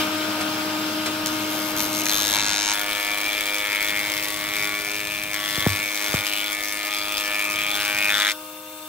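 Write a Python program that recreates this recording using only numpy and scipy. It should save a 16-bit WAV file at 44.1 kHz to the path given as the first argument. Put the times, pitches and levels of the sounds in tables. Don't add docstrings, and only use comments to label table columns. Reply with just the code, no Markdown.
import sys
import numpy as np
from scipy import signal
from scipy.fft import rfft, irfft, next_fast_len
from scipy.io import wavfile
from scipy.ndimage import uniform_filter1d

SR = 44100
rng = np.random.default_rng(int(sys.argv[2]) if len(sys.argv) > 2 else 0)


def wav_out(sig):
    wavfile.write(sys.argv[1], SR, np.round(np.clip(np.atleast_2d(sig).T, -1, 1) * 32767).astype(np.int16))


def natural_amplitude(level_db):
    exponent = np.asarray(level_db, float) / 20
    return 10 ** exponent


N = 391608

MOVE_S = 2.733
BITE_S, LEAVE_S, LEAVE_FADE_S = 2.09, 8.3, 0.032


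def evened(x):
    return x / np.sqrt(np.mean(x ** 2) + 1e-20)


def read(points, hz):
    f, value = np.transpose(points)
    return np.interp(np.log(hz + 1), np.log(f + 1), value)


def curves(rows, t):
    s, *columns = np.transpose(rows)
    return [np.interp(t, s, c) for c in columns]


def spells(rows, t, edge_s, floor_db):
    start, length, *columns = (c[:, None] for c in np.transpose(rows))
    on = np.clip(np.minimum(t - start, start + length - t) / edge_s + .5, 0, 1)
    return [10 * np.log10((on * natural_amplitude(2 * c)).sum(0) + natural_amplitude(2 * floor_db)) for c in columns]


def both(a_db, b_db):
    return 10 * np.log10(natural_amplitude(2 * a_db) + natural_amplitude(2 * b_db))


def bump(hz, centre_hz, width_hz):
    return 1 / (1 + ((hz - centre_hz) / width_hz) ** 2)


def add(mix, s, sound):
    part = mix[..., round(s * SR):][..., :sound.shape[-1]]
    part += sound[..., :part.shape[-1]]


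def loaded(t):
    return np.clip(np.minimum(t - BITE_S, LEAVE_S + LEAVE_FADE_S - t) / LEAVE_FADE_S, 0, 1)


def causal(db):
    fold = irfft(np.maximum(db, -100) * np.log(10) / 20)
    half = fold.shape[-1] // 2
    fold[..., 1:half] *= 2
    fold[..., half + 1:] = 0
    return rfft(fold).imag


def pair(a, b, same):
    same = np.clip(same, 0, 1)
    return np.array([a, same * a + np.sqrt(1 - same ** 2) * b])


# f/Hz, likeness [0-1]
SAME = [(60, 1), (130, 1), (290, 1), (640, 0.75), (1410, 0.056), (3100, 0.71), (6820, 0.065), (15000, 0.14)]


def wash(db, patchy_db):
    frames, hz = N // 256 + 5, np.fft.rfftfreq(1024, 1 / SR)
    a, b, c, d, patches = rng.standard_normal((frames, 513, 5)).T
    patches = uniform_filter1d(patches, size=10, axis=0)
    patches = evened(uniform_filter1d(patches, size=10, axis=1))
    level = natural_amplitude(db(hz)[:, None] + patchy_db * patches)
    z = pair(a + 1j * b, c + 1j * d, read(SAME, hz)[:, None]) * level
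    return evened(signal.istft(z, nperseg=1024, noverlap=768)[1][:, :N])


# t/s (from), speed [turns per s]
SPEED = [(0, 103.058), (2.07, 102.963), (2.7, 102.504), (2.96, 102.706), (4.2, 102.86), (4.7, 103.043),
         (5.4, 102.852), (5.65, 102.769), (6.45, 103.0), (6.85, 102.965), (7.8, 102.885), (8.0, 102.687),
         (8.3, 103.297)]


def shaft(t):
    s, speed = np.transpose(SPEED)
    steps = speed[np.digitize(t, s) - 1]
    return -.092 + np.cumsum(uniform_filter1d(steps, size=9000)) / SR


# multiple [of shaft rate], level/dB
WHINE_IN = [(1, -17), (2, -13), (3, 1.5), (4, -60), (5, -37), (6, -5.5), (7, -51), (8, -22), (9, -11),
            (10, -52), (11, -23), (12, -6.5), (13, -26), (14, -39), (15, -12)]
# multiple [of shaft rate], level/dB
WHINE_OUT = [(1, -22), (2, -20), (3, 0), (4, -54), (5, -14), (6, -6.5), (7, -60), (8, -32), (9, -3.5),
             (10, -60), (11, -40), (12, -2), (13, -60), (14, -25), (15, -12)]


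def knife_whine(t):
    (_, second_db, third_db), load = curves(GRIP, t), loaded(t)
    moved, turns, out = t > MOVE_S, shaft(t), np.zeros((2, N))
    sides = np.array([[1], [-1]])
    for (k, in_db), (_, out_db) in zip(WHINE_IN, WHINE_OUT):
        slow = rng.standard_normal((2, 300))
        waver_db, slip = (np.interp(t, np.linspace(0, t[-1], 300), row) for row in slow)
        swell_db = 3 * np.interp(t, np.linspace(0, t[-1], 30), slow[0, :30])
        phase = 2 * np.pi * (k * turns + rng.random() + 0.033 * slip + 0.0071 * k * sides)
        grip_db = (k == 6) * second_db + (k == 9) * third_db
        load_db = ((k > 6) * swell_db - 18 * (k == 12)) * load
        level_db = np.where(moved, out_db + grip_db + load_db, in_db)
        out += np.sqrt(2) * natural_amplitude(level_db + waver_db) * np.cos(phase)
    return natural_amplitude(1.7 * sides) * out


# f/Hz, level/dB
AIR_IN = [(40, -76), (95, -14), (250, -5.5), (420, -9.5), (800, -8), (1400, -6.5), (1700, -8), (1950, -12),
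          (2250, -8.5), (3300, -7.5), (4500, -13), (7000, -19), (10000, -21.5), (15500, -20)]
# f/Hz, level/dB
AIR_OUT = [(50, -42), (95, -21), (250, -19), (420, -21), (800, -11), (1400, -10), (1700, -13), (1950, -21),
           (2200, -10), (3000, -13), (4700, -15.5), (9000, -17.5), (12500, -14), (15500, -11)]
# f/Hz, width [Hz], level/dB
FRAME_IN = [(345, 11, 1), (1091, 10, 3), (1408, 44, 7.5), (2762, 14, 5), (3090, 26, 2.5), (4850, 200, 4.5),
            (5400, 290, 6)]
# f/Hz, width [Hz], level/dB
FRAME_OUT = [(2745, 50, 13), (3570, 60, 15), (9600, 160, 11), (8000, 300, 6), (4400, 80, 6), (1096, 40, 6),
             (6100, 200, 3)]


def rushing_air(t):
    def blown(colour, frame, level_db):
        rings_db = lambda hz: sum(db * bump(hz, f, w / 2) for f, w, db in frame)
        return natural_amplitude(level_db) * wash(lambda hz: read(colour, hz) + rings_db(hz), patchy_db=1.2)

    moved, tear_db = t > MOVE_S, curves(CUT, t)[2]
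    air_in, air_out = blown(AIR_IN, FRAME_IN, 5), blown(AIR_OUT, FRAME_OUT, 9)
    low_cut = signal.butter(4, 72, "highpass", fs=SR, output="sos")
    air = signal.sosfilt(low_cut, np.where(moved, air_out, air_in))
    chips = natural_amplitude(moved * (2 + 0.86 * (tear_db + 32.5))) * air_in
    b, a = signal.butter(2, [330, 5630], "bandpass", fs=SR)
    return air + (natural_amplitude(8 * loaded(t)) - 1) * signal.lfilter(b, a, chips)


# t/s, level/dB of the knife-pass tone
WHINE = [(0, -28), (.06, -32), (1.5, -33.5), (2.03, -33.5), (2.15, -39.5), (2.73, -44.5), (2.74, -43),
         (3.65, -44.5), (4.1, -42), (5.0, -45.5), (5.5, -43.5), (6.0, -44), (6.9, -45), (7.4, -44),
         (8.3, -45), (8.6, -47.5), (8.88, -46.5)]
# t/s, level/dB
BRUSH = [
    (1.25, -72),
    (1.35, -42),
    (1.7, -44),
    (2.05, -41),
    (2.1, -70),
]


def idle(t):
    brush = np.cos(2 * np.pi * 21 * shaft(t))
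    brush *= np.sqrt(2) * natural_amplitude(curves(BRUSH, t)[0])
    return natural_amplitude(curves(WHINE, t)[0]) * (knife_whine(t) + rushing_air(t)) + brush


def strike_times(t, t0, t1, lead):
    turns = shaft(t) + lead
    s = np.interp(np.arange(np.ceil(turns[0]), turns[-1]), turns, t)
    return s[(s > t0) & (s < t1)]


def strikes(s, colour_db, edges_hz, bands_db, repeat, build_ms, smear_ms, rise_ms, ring_ms, tail_ms, tail_db,
            echo_db, memory, uneven_db, hard_db=0, early_ms=0):
    size = 1024
    hz, ms = np.fft.rfftfreq(size, 1 / SR), np.arange(size) * 1000 / SR
    fall = np.exp(-ms / ring_ms) + natural_amplitude(tail_db) * np.exp(-ms / tail_ms)
    shape = (1 - np.exp(-ms / rise_ms)) * fall
    shape /= np.linalg.norm(shape)
    drift, fresh, own = rng.standard_normal((len(s), 3, 2, size)).transpose(1, 2, 0, 3)
    drift = signal.lfilter([np.sqrt(1 - memory ** 2)], [1, -memory], drift[0], axis=0)
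    blow = 1 + natural_amplitude(echo_db) * rfft(drift * shape)
    crisp = shape * np.exp(-ms / 2.2)
    crisp /= np.linalg.norm(crisp)
    high = 1 / (1 + (7000 / (hz + 1)) ** 2)
    mixed = np.sqrt(1 - high) * rfft(fresh * shape) + np.sqrt(high) * rfft(fresh[:, ::-1] * crisp)
    splinters = pair(*mixed, .52)
    share = np.clip(read(repeat, hz), 0, 1)
    field_db = colour_db(hz) + np.zeros((len(s), 1))
    band = np.digitize(hz, edges_hz[1:-1])
    inside = (hz > edges_hz[0]) & (hz < edges_hz[-1])
    loud = 1 + natural_amplitude(2 * echo_db)
    heard = natural_amplitude(2 * field_db) * (share * abs(blow) ** 2 / loud + 0.77 * (1 - share))
    power = np.array([heard[:, inside & (band == k)].sum(1) for k in range(len(bands_db))])
    strikes_per_s = 102.9
    lift_db = np.array(bands_db) - 10 * np.log10(power * 2 / size * strikes_per_s / SR)
    field_db += uniform_filter1d(lift_db.T[:, band], size=14, axis=1)
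    smear = evened(uniform_filter1d(rng.standard_normal(len(hz)), size=9))
    late_ms = build_ms - early_ms * (hz > 2650) + smear_ms * smear
    swelling = np.exp(1j * causal(field_db) - 2j * np.pi * np.cumsum(late_ms) * hz[1] / 1000)
    bite = natural_amplitude(np.where(hard_db, hard_db, uneven_db * np.minimum(own[0, :, :1], 1)))
    repeated = np.sqrt(share * bite ** 0.51 / loud) * blow * swelling
    z = natural_amplitude(field_db) * (repeated + np.sqrt(1 - share) * bite * splinters)
    z *= np.exp(-2j * np.pi * hz * (s - np.round(s * SR) / SR + .002)[:, None])
    out = np.zeros((2, N))
    for at, burst in zip(s, irfft(z).transpose(1, 0, 2)):
        add(out, np.round(at * SR) / SR - 88 / SR, burst)
    return out


# f/Hz, level/dB
SKIM_COLOUR = [(530, -42), (900, -5), (1180, -16), (1670, -8.5), (1900, -10), (2270, -4), (2700, -8.5),
               (3880, -13), (4600, -12.5), (5200, -12), (6400, -6.5), (7400, -15.5), (10600, -18),
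               (13400, -15), (14200, -17), (15400, -23)]
# f/Hz, share [0-1]
SKIM_REPEAT = [(1000, .9), (4500, .92), (6000, .78), (9000, .62), (15000, .5)]
# t/s (start), length [s], level/dB, brightness [dB]
TOUCHES = [(1.251, 0.019, -25, 4), (1.269, .02, -32, 3), (1.302, 0.18, -41.5, 8), (1.493, .23, -39, 14),
           (1.765, 0.098, -31, 11.5), (1.795, 0.011, -24, -1), (1.865, 0.057, -39, 12),
           (1.924, 0.1, -30.5, 9), (2.05, 0.006, -22, 2), (2.067, .006, -18, -11), (2.036, 0.14, -33, 10),
           (2.086, 0.018, -21, -1), (2.113, 0.26, -24, 4.5), (2.32, 0.089, -28.5, -12),
           (2.377, 0.41, -25, -4.5), (2.673, 0.053, -29, -11)]
# t/s, f/Hz, level/dB
SKIM_RING = [
    (2.06, 4250, 2),
    (2.105, 4200, 11),
    (2.125, 3400, 13),
    (2.17, 3700, 7),
    (2.28, 3750, 6),
    (2.33, 3720, 11),
    (2.44, 4050, 9),
    (2.73, 3980, 8.5),
]


def skim(t):
    s = strike_times(t, TOUCHES[0][0], MOVE_S, lead=.2)
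    rows = [(at, length, db - 8 - 0.76 * bright, db, db - 12 + bright) for at, length, db, bright in TOUCHES]
    ring_hz, ring_db = (c[:, None] for c in curves(SKIM_RING, s))
    colour_db = lambda hz: read(SKIM_COLOUR, hz) + ring_db * bump(hz, ring_hz, 420)
    bands_db = spells(rows, s, edge_s=0.0041, floor_db=-45.5)
    return strikes(s, colour_db, (900, 3000, 9800, 15500), bands_db, SKIM_REPEAT, build_ms=0.617, smear_ms=0.79,
                   rise_ms=0.063, ring_ms=3.4, tail_ms=11.8, tail_db=-11.0, echo_db=-5, memory=.95,
                   uneven_db=-1.0)


# t/s, board ring level/dB, board ring f/Hz, tearing level/dB
CUT = [(2.73, -33, 2280, -30), (2.8, -31, 2300, -34.5), (3.08, -27, 2320, -33.5), (3.35, -27.5, 2340, -34),
       (3.58, -29.5, 2320, -34.5), (3.75, -25.5, 2240, -35), (4.1, -28.5, 2160, -34.5),
       (4.31, -33.5, 2000, -36), (4.6, -27.5, 2200, -35.5), (5.1, -32.5, 2370, -37.5),
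       (5.28, -31.5, 2310, -39.5), (5.42, -37, 2070, -36), (5.62, -32, 2100, -33.5),
       (5.7, -29, 2240, -33.5), (5.9, -27.5, 2260, -36), (5.97, -33, 2190, -35), (6.15, -30.5, 2240, -33.5),
       (6.35, -31, 2360, -36.5), (6.58, -31.5, 2130, -38), (6.84, -31, 2190, -35), (7.15, -32, 2500, -35),
       (7.39, -25.5, 2400, -35.5), (7.5, -25, 2490, -36), (7.68, -25.5, 2370, -34.5),
       (7.76, -32.5, 2320, -32.5), (8.09, -18.5, 2490, -33), (8.15, -34, 2200, -31)]
# f/Hz, level/dB
CUT_COLOUR = [(180, -25.5), (300, -10), (424, -15), (630, -10.5), (755, -19.5), (1000, -13.5),
              (1580, -21.5), (1750, -10.5), (1900, -14), (2390, -7.5), (2730, -7), (3440, 1), (4470, -6),
              (7460, -11), (15400, -11.5)]
# f/Hz, share [0-1]
CUT_REPEAT = [(1000, .93), (2600, .95), (3200, .85), (3800, .7), (4800, .2), (15000, .1)]
# t/s (start), length [s], low modes level/dB, upper ring level/dB, upper ring f/Hz
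KNOTS = [(2.735, 0.07, -32, -30, 3380), (2.795, 1.4, -41, -37, 3210), (3.625, 0.34, -33.5, -47, 3350),
         (4.416, 0.36, -38.5, -39, 3430), (4.89, 0.52, -46, -40.5, 2680), (5.347, 0.34, -35.5, -34.5, 3390),
         (5.973, 0.32, -39, -41, 3470), (6.256, 0.17, -46, -32, 2810), (6.392, 0.15, -57, -34.5, 3300),
         (6.9, 0.35, -56, -33.5, 3360), (7.235, 0.19, -38, -37, 3000), (7.553, 0.14, -44, -33, 3180),
         (7.71, 0.047, -40, -26, 3460), (7.765, 0.3, -32, -34, 2860), (8.096, 0.095, -23.5, -28, 3420),
         (8.13, 0.2, -35, -28, 3570), (8.2, 0.088, -25.5, -27, 3480)]
# t/s (start), length [s], level/dB
LOOSE_END = (8.205, 0.12, -28)
# t/s, peak level/dB
BITES = [(2.7942, -13), (2.8137, -8), (2.9209, -16), (2.9499, -13), (3.0472, -17), (3.1838, -15),
         (3.2522, -18), (3.34, -19), (3.3789, -14), (3.4078, -9), (3.4562, -12), (3.5829, -15),
         (3.6024, -15), (3.6223, -19), (3.6702, -19), (3.758, -12), (3.8264, -14), (4.1182, -10),
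         (4.2444, -15), (4.5657, -12), (5.0706, -14), (5.2352, -11), (5.3419, -9), (5.4103, -24),
         (5.4881, -13), (5.5071, -11), (5.6727, -10), (5.8867, -18), (5.9645, -18), (6.1885, -13),
         (6.2663, -13), (6.2953, -16), (6.3347, -10), (6.4414, -14), (6.6355, -13), (6.655, -14),
         (6.6739, -18), (6.9368, -12.5), (7.1209, -10), (7.1698, -10), (7.2471, -20), (7.4417, -14),
         (7.752, -16), (8.2089, -19), (2.98, -17), (3.155, -22), (3.204, -16), (3.282, -18), (3.399, -19),
         (4.624, -16), (5.362, -19), (5.566, -17), (6.043, -8), (6.946, -11), (7.452, -16), (7.617, -16),
         (7.733, -25), (7.878, -16), (8.306, -12.5), (8.316, -6)]
# t/s (start), length [s], level/dB, ring f/Hz
TEARS = [(4.503, 0.14, -41, 5500), (4.87, 0.08, -37.5, 6000), (5.33, 0.28, -40, 5600),
         (5.845, 0.31, -37.5, 6150), (6.257, 0.089, -40, 5000), (6.633, 0.11, -37, 5840),
         (6.7, 0.099, -41, 9900), (6.945, 0.084, -35, 4800), (7.004, 0.062, -36, 4600),
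         (7.15, 0.038, -34, 4970), (7.233, 0.033, -34, 5600)]
# t/s, ring width [Hz], second knife-pass overtone level/dB, third level/dB
GRIP = [(2.73, 170, 8, -4), (3.0, 100, 9, -4), (3.58, 100, 9, -3), (3.7, 220, 8, -4), (4.3, 260, 7, -4),
        (4.6, 260, 8, -10), (5.3, 260, 8, -20), (5.5, 280, 7, -8), (5.9, 220, 6.5, -10), (6.1, 240, 8, 0),
        (6.3, 280, 8, -9), (6.8, 300, 6, -11), (7.0, 260, 9.5, -1), (7.4, 260, 9.5, -2),
        (7.8, 220, 10, -11), (8.12, 220, 12, -6), (8.2, 400, 12, -6), (8.32, 400, 9, -4), (8.36, 400, 5, 0)]


def cut(t):
    s = strike_times(t, MOVE_S, LEAVE_S + LEAVE_FADE_S, lead=.27)
    db, ring_hz, tear_db = curves(CUT, s)
    width_hz = curves(GRIP, s)[0][:, None]
    wander_db = evened(uniform_filter1d(rng.standard_normal((len(s), 4)), size=5, axis=0)).T
    low_db, upper_db = spells(np.array(KNOTS)[:, :4], s, edge_s=.02, floor_db=-67)
    weighted = [(at, length, level + 10 * np.log10(hz)) for at, length, _, level, hz in KNOTS]
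    upper_hz = natural_amplitude(2 * (spells(weighted, s, edge_s=.02, floor_db=-32)[0] - upper_db))
    db = both(db, spells([LOOSE_END], s, edge_s=0.036, floor_db=-62)[0])
    torn_db = both(tear_db, spells(np.array(TEARS)[:, :3], s, edge_s=.02, floor_db=-67)[0])
    at, length, _, rings_hz = np.transpose(TEARS)
    torn_hz = rings_hz[abs(s[:, None] - at - length / 2).argmin(1)]
    upper_floor_db = tear_db - 2
    upper_gain_db = 12 / (1 + natural_amplitude(2 * (upper_floor_db - upper_db)))
    hard_db, usual_peak_db = np.zeros((len(s), 1)), -20.5
    for at, peak_db in BITES:
        nearest = np.argmin(abs(s - at))
        hard_db[nearest] = 0.6 * (peak_db - usual_peak_db - (torn_db - torn_db.mean())[nearest])
    dull_db = -5 * (s > 8.13)[:, None]

    def colour_db(hz):
        wood_db = read(CUT_COLOUR, hz) + dull_db * np.clip(np.log2((hz + 1) / 7000), 0, 1)
        board_db = 13 * bump(hz, ring_hz[:, None], width_hz)
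        torn_ring_db = 2.4 * (torn_db - tear_db)[:, None] * bump(hz, torn_hz[:, None], 400)
        knot_db = upper_gain_db[:, None] * bump(hz, upper_hz[:, None], 100 + .5 * width_hz)
        return wood_db + board_db + torn_ring_db + knot_db

    bands_db = np.array([both(low_db, tear_db - 7), db, both(upper_db, upper_floor_db), torn_db]) + wander_db
    bed_db = tear_db + wander_db[-1] - 17
    fade_db = -17 * np.clip((s - LEAVE_S) / LEAVE_FADE_S, 0, 1) ** 2
    return strikes(s, colour_db, (350, 1000, 1900, 2600, 4300, 15500), np.vstack([bed_db, bands_db]) + fade_db,
                   CUT_REPEAT, build_ms=1.303, smear_ms=0.43, rise_ms=0.7, ring_ms=1.0, tail_ms=7.6, tail_db=3.0,
                   echo_db=-6.5, memory=0.755, uneven_db=3.5, hard_db=hard_db, early_ms=0.71)


# t/s (start), length [s], multiple [of shaft rate], level/dB
SINGING = [(2.1, 0.71, 16, -43), (2.4, 0.24, 15, -52), (2.4, 0.52, 14, -42), (2.74, 1.5, 5, -44.5),
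           (2.735, 2.3, 4, -50.5), (2.737, 0.76, 7, -45), (2.74, .5, 11, -43.5), (2.74, 1.2, 12, -51.5),
           (2.74, 1.1, 13, -53), (2.737, 0.42, 17, -41.5), (3.6, 0.55, 19, -54), (4.206, 0.58, 11, -42),
           (4.5, .3, 13, -46), (4.55, 0.36, 14, -47), (4.797, 1.2, 17, -46), (5.4, 0.39, 11, -41),
           (5.4, 0.41, 13, -52), (6.0, .35, 11, -44), (6.0, 0.26, 5, -50), (6.002, 0.55, 8, -48),
           (6.1, 0.38, 14, -44), (6.552, .35, 18, -52), (6.55, 0.32, 17, -44.5), (6.9, 0.9, 12, -47),
           (6.902, .5, 13, -49), (6.89, 0.44, 8, -47), (7.206, 0.38, 11, -45.5), (7.25, 0.22, 17, -43),
           (7.707, 0.55, 8, -43), (7.8, 0.48, 11, -44), (7.8, 0.52, 14, -44), (7.8, 0.49, 15, -40),
           (8.102, 0.16, 12, -35.5), (4.2, 4.6, 5, -49.5), (4.6, 3.3, 4, -54), (2.802, 5.45, 12, -49.5),
           (6.75, 0.63, 27, -40), (2.78, 0.35, 28, -46), (3.95, 0.36, 26, -44), (3.5, 4.75, 7, -52.5),
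           (2.74, 3, 8, -52)]


def singing(t):
    turns, out = shaft(t) + .2, np.zeros((2, N))
    for start, length, k, db in SINGING:
        span = slice(round((start - .08) * SR), round((start + length + .08) * SR))
        u, (waver, slip, side) = t[span], rng.standard_normal((3, 40))
        slow = lambda row: np.interp(u, start - 1 + np.arange(40) / 9, row)
        level_db = spells([(start, length, db)], u, edge_s=.14, floor_db=-100)[0] + 2.5 * slow(waver)
        apart = .005 * side[0] * np.array([[1], [-1]])
        phase = 2 * np.pi * (round(k) * turns[span] + 0.063 * slow(slip) + apart)
        out[:, span] += np.sqrt(2) * natural_amplitude(level_db) * np.cos(phase)
    return out


# t/s, peak level/dB, centre f/Hz, time to
# fall 60 dB [s]
KNOCKS = [
    (.003, -15, 350, .08),
    (.222, -17, 900, .08),
    (.4075, -7.5, 600, .13),
    (1.059, -6, 800, .14),
    (1.2605, -11, 3500, .03),
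    (5.3415, -6, 4000, .02),
    (6.1408, -1, 800, .035),
    (1.061, -15, 3800, .05),
    (.216, -19, 3500, .04),
    (6.2665, -4, 3500, .025),
]


def knocks():
    out, u = np.zeros((2, N)), np.arange(6000) / SR
    for s, db, hz, t60 in KNOCKS:
        noise = rng.standard_normal((3, len(u)))
        b, a = signal.butter(1, [hz / 4, min(hz * 4, 20000)], "bandpass", fs=SR)
        body = evened(signal.lfilter(b, a, noise[0] + .5 * noise[1:]))
        add(out, s, natural_amplitude(db - 15.5 - 60 * u / t60) * (1 - np.exp(-u / 0.00098)) * body)
    return out


# t/s, peak level/dB, glide [cycles], push [s], after-ring level/dB
THUMPS = [
    (5.578, -24.5, 0.82, 0.013, -16),
    (5.6647, -10, 1, 0.012, -14.5),
    (6.1405, -16.5, 0.94, 0.013, -22),
]


def thumps():
    out, u = np.zeros(N), np.arange(5000) / SR
    for s, db, cycles, push, after_db in THUMPS:
        glide = np.sin(2 * np.pi * (cycles * np.log1p(u / .0007) + 30 * u)) / (1 + (u / push) ** 6)
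        ring = natural_amplitude(after_db) * np.exp(-((u - .05) / 0.03) ** 2) * np.sin(2 * np.pi * 98 * u)
        add(out, s, natural_amplitude(db) * (1 - np.exp(-u / 0.0001)) * (glide + ring))
    return out


# t/s (start), length [s], deep
# level/dB, shudder level/dB
SHAKES = [
    (1.25, .06, -56, -57),
    (1.76, 0.082, -51, -44),
    (2.1, 0.44, -54, -47.5),
    (2.55, 1.25, -56, -71),
    (3.85, 2, -84, -52.5),
    (5.72, 0.06, -70, -43),
    (6.12, 0.06, -62, -45),
    (6.3, 1.12, -60, -74),
    (7.5, 0.68, -81, -52.5),
]


def rumble(t):
    deep_db, shudder_db = spells(SHAKES, t, edge_s=0.099, floor_db=-100)
    deep = wash(lambda hz: -30 * np.log10(1 + (hz / 70) ** 2), patchy_db=1.8)

    def shudder_colour_db(hz):
        hump_db = -9 * np.log10(1 + ((hz - 108) / 30) ** 2) - hz / 30
        return hump_db - 15 * np.log10(1 + (70 / (hz + 1)) ** 2) + 12 * bump(hz, 205, 30)

    shudder = wash(shudder_colour_db, patchy_db=1.0)
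    load, near = loaded(t), t < MOVE_S
    deep_level = natural_amplitude(deep_db) + natural_amplitude(-80) * near + natural_amplitude(-75) * load
    shudder_level = natural_amplitude(shudder_db) + natural_amplitude(-70) * near + natural_amplitude(-60) * load
    return deep_level * deep + shudder_level * shudder


def scene():
    t = np.arange(N) / SR
    return idle(t) + skim(t) + cut(t) + singing(t) + knocks() + thumps() + rumble(t)


# f/Hz, level/dB
LEFT_DB = [(60, 0.14), (250, 0.095), (550, 0.049), (1650, 1.2), (4970, 3.55), (15000, 6.5)]
# f/Hz, phase [radians]
LEFT_LEADS = [(60, -0.25), (300, -0.35), (950, -0.2), (2400, -0.86), (3800, -1.14), (4400, 1.87),
              (8000, 0.95), (15000, 1.2)]


def microphone(dry):
    size, ceiling = next_fast_len(N), .85
    hz = np.fft.rfftfreq(size, 1 / SR)
    half = np.array([[.5], [-.5]])
    ports = natural_amplitude(read(LEFT_DB, hz) * half) * np.exp(1j * read(LEFT_LEADS, hz) * half)
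    limit = 1 / (1 + (hz / 15730) ** 300)
    pressed = ceiling * np.tanh(dry / ceiling)
    return irfft(rfft(pressed, size) * ports * limit, size)[:, :N]


def band_limit(x):
    return signal.sosfilt(signal.butter(12, 16920, fs=SR, output="sos"), x)


def record(dry):
    mix = microphone(dry)
    return band_limit(mix)


dry = scene()
out = record(dry)
wav_out(out)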